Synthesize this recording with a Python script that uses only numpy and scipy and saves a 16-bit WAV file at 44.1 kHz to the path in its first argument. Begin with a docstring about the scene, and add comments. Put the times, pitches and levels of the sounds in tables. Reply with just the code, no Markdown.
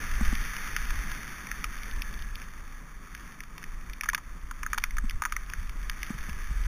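"""Wet dirt track, one bicycle following another, heard from a small camera in a waterproof case.
Tyres hiss through the water film, rough ground rumbles and bumps thud through the mount.
Wind buffets the case; flung mud and grit tick on it.
The camera samples at 8 kHz and holds each value, which adds a gritty treble."""
import sys
import numpy as np
from scipy import signal
from scipy.fft import rfft, irfft
from scipy.io import wavfile
from scipy.ndimage import uniform_filter1d

SR = 44100
rng = np.random.default_rng(int(sys.argv[2]) if len(sys.argv) > 2 else 0)


def wrap_up_sound(samples):
    """Save the sound to the file named by the first command line argument, as 16-bit audio."""
    columns = np.atleast_2d(samples).T
    # keep every value between -1 and 1, then stretch to whole-number steps
    tamed = np.clip(columns, -1, 1)
    steps = np.round(tamed * 32767).astype(np.int16)
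    wavfile.write(sys.argv[1], SR, steps)


N = 294147
TIME_S = np.arange(N) / SR


def undb(db):
    """Decibels to gain."""
    return 10 ** (np.asarray(db) / 20)


def unit(x):
    """Scale to rms 1."""
    return x / np.sqrt(np.mean(x ** 2))


def curve(table):
    """Interpolate (t/s, value) rows per sample."""
    return np.interp(TIME_S, *np.transpose(table))


def colour(x, spectrum):
    """Shape x by (f/Hz, level/dB) rows; rms 1."""
    hz, db = np.transpose(spectrum)
    bins_hz = np.maximum(np.fft.rfftfreq(N, 1 / SR), 1)
    gain = undb(np.interp(np.log(bins_hz), np.log(hz), db))
    return unit(irfft(rfft(x) * gain, N))


def band(x, hz, width_hz, order):
    """Band-pass around hz."""
    low_hz = np.hypot(hz, width_hz / 2) - width_hz / 2
    sos = signal.butter(order, [low_hz, low_hz + width_hz], "bandpass", fs=SR, output="sos")
    return signal.sosfilt(sos, x)


def walk(rate_hz):
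    """Smooth random drift; rms 1."""
    hold = int(SR / rate_hz)
    steps = np.repeat(rng.standard_normal(N // hold + 1), hold)
    return unit(uniform_filter1d(uniform_filter1d(steps, hold), hold)[:N])


def ring(t, hz, t60_s):
    """Struck, decaying mode."""
    return np.sin(2 * np.pi * hz * t) * np.exp(-np.log(1000) * t / t60_s)


def add(out, start_s, sound):
    """Mix sound into out at start_s."""
    i = int(start_s * SR)
    out[i:i + len(sound)] += sound[:N - i]


def case(x, ring_db):
    """The case passes sound on and rings with it."""
    # resonances: f/Hz, width/Hz, relative level/dB
    modes = [(1010, 68, 0.5), (1234, 68, 2.5), (1680, 160, -6), (2280, 240, -10), (3594, 176, 2)]
    ringing = sum(undb(db) * signal.lfilter(*signal.iirpeak(hz, hz / width_hz, fs=SR), x)
                  for hz, width_hz, db in modes)
    return x + undb(ring_db) * ringing


def tyres(hiss_db):
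    """Tread tears the water film into droplets; coarse ones crackle, stray sand ticks."""
    # spray spectrum: f/Hz, relative level/dB
    spectrum = [(300, -19), (650, -15), (850, -9), (1030, -13.5), (1200, -3), (1450, 2), (1900, 5),
                (2400, -1.5), (2900, -9), (3300, -7), (3900, -10)]
    mist = rng.standard_normal(N)
    sizes = undb(3.4 * np.minimum(rng.exponential(size=N), 5))
    droplets = (rng.random(N) < 500 / SR) * sizes * rng.choice([-1, 1], N)
    water = colour(mist + undb(-5) * unit(droplets), spectrum)
    spray = unit(case(water, ring_db=-0.5))
    grains = (rng.random(N) < 14 / SR) * rng.random(N)
    sand = unit(band(grains, 3060, 1900, order=2))
    # the dull swish on mud varies less than the spray: wetter ground is brighter
    swish = unit(band(rng.standard_normal(N), 1210, 296, order=2)) * undb(0.38 * hiss_db - 37.5)
    return (spray + undb(-19.5) * sand) * undb(hiss_db + walk(16) + 2.33) + swish


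def rolling(hiss_db):
    """Rough ground shakes frame and mount: a steady part plus one that follows the hiss."""
    # rumble spectrum: f/Hz, relative level/dB
    spectrum = [(40, 0), (100, -1.5), (150, 0), (215, -0.5), (310, -8.5), (480, -14.5), (700, -18.5),
                (1100, -10.5), (2000, -81)]
    shake = np.hypot(undb(-54), undb(hiss_db - 7))
    return colour(rng.standard_normal(N), spectrum) * shake * undb(1.6 * walk(18))


def wind():
    """Eddies push on the case; gusts set their strength."""
    # eddy spectrum: f/Hz, relative level/dB
    spectrum = [(8, -8), (18, 1.5), (27, 1.5), (38, -4), (50, -7), (65, -16.5), (85, -26), (130, -32.5),
                (300, -54), (700, -96)]
    # gusts: t/s, level/dB
    gusts = [(0.0, -35), (0.34, -24.5), (0.52, -36.5), (0.92, -28), (1.36, -44.5), (1.8, -34.5),
             (2.4, -34.5), (2.6, -40), (3.48, -46.5), (3.72, -35), (4.2, -43), (4.65, -31), (4.87, -39.5),
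             (5.04, -22), (5.25, -36.5), (5.79, -29.5), (6.12, -39), (6.67, -24)]
    eddies = colour(rng.standard_normal(N), spectrum)
    running_rms = np.sqrt(uniform_filter1d(eddies ** 2, int(.09 * SR)))
    buffet_db = 2.5 * walk(rate_hz=17)
    return eddies / running_rms * undb(curve(gusts) + buffet_db)


def blow(noise, hz, width_hz, crack_db):
    """One hit on the case: grit ticks high, mud plops low, each squelches as it spreads."""
    t = np.arange(len(noise)) / SR
    impact = 1. * (t == 0)
    spread_s = 0.0028 * 1500 / hz  # softer lumps flatten more slowly
    squelch = undb(-17) * noise * np.exp(-t / spread_s)
    push = band(impact + squelch, hz, width_hz, order=2)
    crack = undb(crack_db) * band(impact, 3110, 830, order=1)
    stiff_wall = signal.butter(5, 960, "highpass", fs=SR, output="sos")
    hit = case(signal.sosfilt(stiff_wall, push + crack), ring_db=0)
    return hit / np.sqrt(np.sum(hit ** 2) / (.005 * SR))  # energy of 5 ms at rms 1


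def specks(hiss_db):
    """Fine specks hit the case at uneven times, harder where there is more spray."""
    rate_hz, spread_oct = 8, 0.23
    out = np.zeros(N)
    for k in range(int(rate_hz * N / SR)):
        start_s = (k + rng.random()) / rate_hz
        size_db, pitch = np.clip(rng.standard_normal(2), -2, 2)
        hz = 1800 * 2 ** (spread_oct * pitch)
        tick = blow(rng.standard_normal(SR // 25), hz, width_hz=1030, crack_db=-9)
        add(out, start_s, undb(size_db) * tick)
    return out * undb(hiss_db + 1.5)


def bumps():
    """Each jolt thuds through the mount and faintly knocks the case."""
    # jolts: t/s, level/dB, f/Hz, T60/s, knock re thud/dB
    jolts = [(0.2087, -12.5, 215, 0.044, -21.5), (0.3267, -10.5, 223, 0.026, -26),
             (5.039, -21, 221, 0.041, -34), (6.103, -9.5, 212, 0.025, -33), (6.145, -24, 142, 0.045, -34),
             (6.287, -20.5, 175, 0.036, -24), (6.507, -18.5, 145, 0.031, -30)]
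    out, t = np.zeros(N), np.arange(SR // 6) / SR
    for start_s, db, hz, t60_s, knock_db in jolts:
        thud = ring(t, hz, t60_s) * (1 - np.exp(-t / 0.0029)) ** 2  # the mount gives: soft onset
        knock = ring(t, 820, 0.018) + undb(2.5) * ring(t, 1170, 0.03)
        add(out, start_s, undb(db) * (thud + undb(knock_db) * knock))
    return out


def splats():
    """Wheels fling lumps at the case; heavy ones shed a crumb that lands just after."""
    # mud and grit: t/s, relative level/dB, f/Hz, width/Hz, crack/dB
    lumps = [(0.3532, -33.5, 2100, 805, -3), (0.5664, -37, 1880, 2150, -9), (0.7644, -26, 2060, 1560, -22),
             (0.906, -37, 1770, 1570, -23), (1.1166, -37, 1560, 460, -9), (1.4696, -39, 2050, 780, -12),
             (1.5151, -31, 1860, 920, -21), (1.6421, -28.5, 1790, 1940, -28),
             (1.8335, -42.5, 2260, 420, -3), (1.913, -44, 2910, 2200, -25), (2.0203, -33.5, 2510, 690, -4),
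             (2.14, -47.5, 3450, 710, -15), (2.191, -48, 1670, 1120, 4), (2.223, -45.5, 3370, 690, -4),
             (2.3558, -40, 2980, 1490, -22), (2.418, -43.5, 2040, 1480, -22),
             (3.1496, -38.5, 1920, 960, -8), (3.405, -38.5, 2010, 990, -8),
             (3.4362, -46.5, 1810, 1380, -24), (3.5804, -42, 1670, 1840, -22), (3.629, -44, 1910, 920, -17),
             (3.64, -39.5, 1940, 1070, -12), (3.8974, -44, 2100, 690, -6), (3.934, -41.5, 2180, 610, -2),
             (4.01, -30, 2110, 770, -17), (4.0348, -32.5, 1580, 1140, -35), (4.0427, -40, 2190, 750, -10),
             (4.058, -36.5, 1190, 750, -30), (4.0877, -21.5, 1590, 450, -22),
             (4.0978, -32.5, 1990, 890, -8), (4.1326, -31, 980, 1170, -24), (4.1475, -24, 1980, 1460, -37),
             (4.1784, -36.5, 1320, 970, -15), (4.5114, -35.5, 1280, 920, -10.5),
             (4.6315, -32, 1560, 880, -32), (4.6636, -29.5, 1500, 806, -30),
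             (4.7318, -25.5, 1510, 820, -49), (4.7446, -35.5, 1540, 360, -15), (4.778, -29, 1180, 920, -27),
             (4.783, -29, 1760, 1180, 2.5), (4.8387, -23.5, 1750, 990, -12), (4.908, -41.5, 1940, 490, -11),
             (4.969, -37.5, 1460, 1090, -24), (4.983, -29.5, 1490, 494, -19),
             (5.0968, -37, 2480, 1200, -22), (5.109, -38, 1750, 960, -4), (5.2207, -26, 1150, 930, -24),
             (5.237, -34, 1470, 875, -18), (5.2521, -26.5, 1470, 900, -17), (5.2571, -28.5, 1290, 700, -30),
             (5.323, -29, 1730, 1220, -6.5), (5.365, -28.5, 1680, 660, -24),
             (5.4996, -42.5, 1750, 1840, -23), (5.5353, -32.5, 1750, 806, -34),
             (5.695, -43.5, 1760, 1770, -6), (5.8973, -30.5, 1930, 850, -5), (6.031, -32, 2310, 1000, -11),
             (6.1867, -43, 1750, 827, -6), (6.295, -41, 1710, 1800, -2)]
    heavy_db = -34
    out = np.zeros(N)
    for start_s, db, hz, width_hz, crack_db in lumps:
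        lump, crumb = rng.standard_normal((2, SR // 25))
        lag_s = .012 * (.5 + rng.random())
        add(out, start_s, undb(db + 2.5) * blow(lump, hz, width_hz, crack_db))
        if db > heavy_db:
            add(out, start_s + lag_s, undb(db - 19) * blow(crumb, hz, width_hz, crack_db))
    return out


def sizzle():
    """A faint, narrow band of hiss swells, slides down and fades, twice."""
    # swells: t/s, length/s, first f/Hz, last f/Hz, level/dB
    swells = [(1.649, .9, 1848, 1600, -51.5), (5.998, .9, 1760, 1655, -56.5)]
    out = np.zeros(N)
    for start_s, length_s, first_hz, last_hz, db in swells:
        progress = np.clip((TIME_S - start_s) / length_s, 0, 1)
        phase = 2 * np.pi * np.cumsum(first_hz + (last_hz - first_hz) * progress) / SR
        narrow_noise = unit(walk(200) * np.cos(phase) + walk(200) * np.sin(phase))
        out += narrow_noise * undb(db) * np.sin(np.pi * progress)
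    return out


def scene():
    """Mono sum at the microphone inside the case."""
    # tyre hiss, loud on the fast wet stretch, quiet on the slow one: t/s, relative level/dB
    ride = [(0.0, -40.5), (0.3, -39.5), (0.9, -40.5), (2.06, -48), (2.53, -52.5), (3.01, -55),
            (3.21, -49.5), (3.42, -56), (3.6, -53), (4.0, -56), (4.38, -54), (4.57, -55), (4.79, -50.5),
            (5.13, -54.5), (5.41, -51), (5.78, -51.5), (6.08, -47), (6.67, -48.5)]
    hiss_db = curve(ride)
    mix = tyres(hiss_db) + sizzle() + rolling(hiss_db) + wind() + splats() + bumps() + specks(hiss_db)
    return mix[None]


def record(dry):
    """The camera keeps the band under 4 kHz; sample-and-hold mirrors it into the treble."""
    sample_hz, hold_ticks, top_hz = 8000, 6, 15000
    clock_hz = hold_ticks * sample_hz
    anti_alias = signal.firwin(135, 3750, fs=SR)
    narrow = signal.fftconvolve(dry, anti_alias[None], mode="same")
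    samples = signal.resample_poly(narrow, clock_hz, SR, axis=1)[:, ::hold_ticks]
    stairs = np.repeat(samples, hold_ticks, axis=1)
    held = signal.resample_poly(stairs, SR, clock_hz, axis=1)[:, :N]
    fade = np.clip(np.minimum(TIME_S, TIME_S[::-1]) / .005, 0, 1)
    low_pass = signal.ellip(8, .2, 70, top_hz, fs=SR, output="sos")
    return signal.sosfilt(low_pass, held * fade)


dry = scene()
out = record(dry)
wrap_up_sound(out)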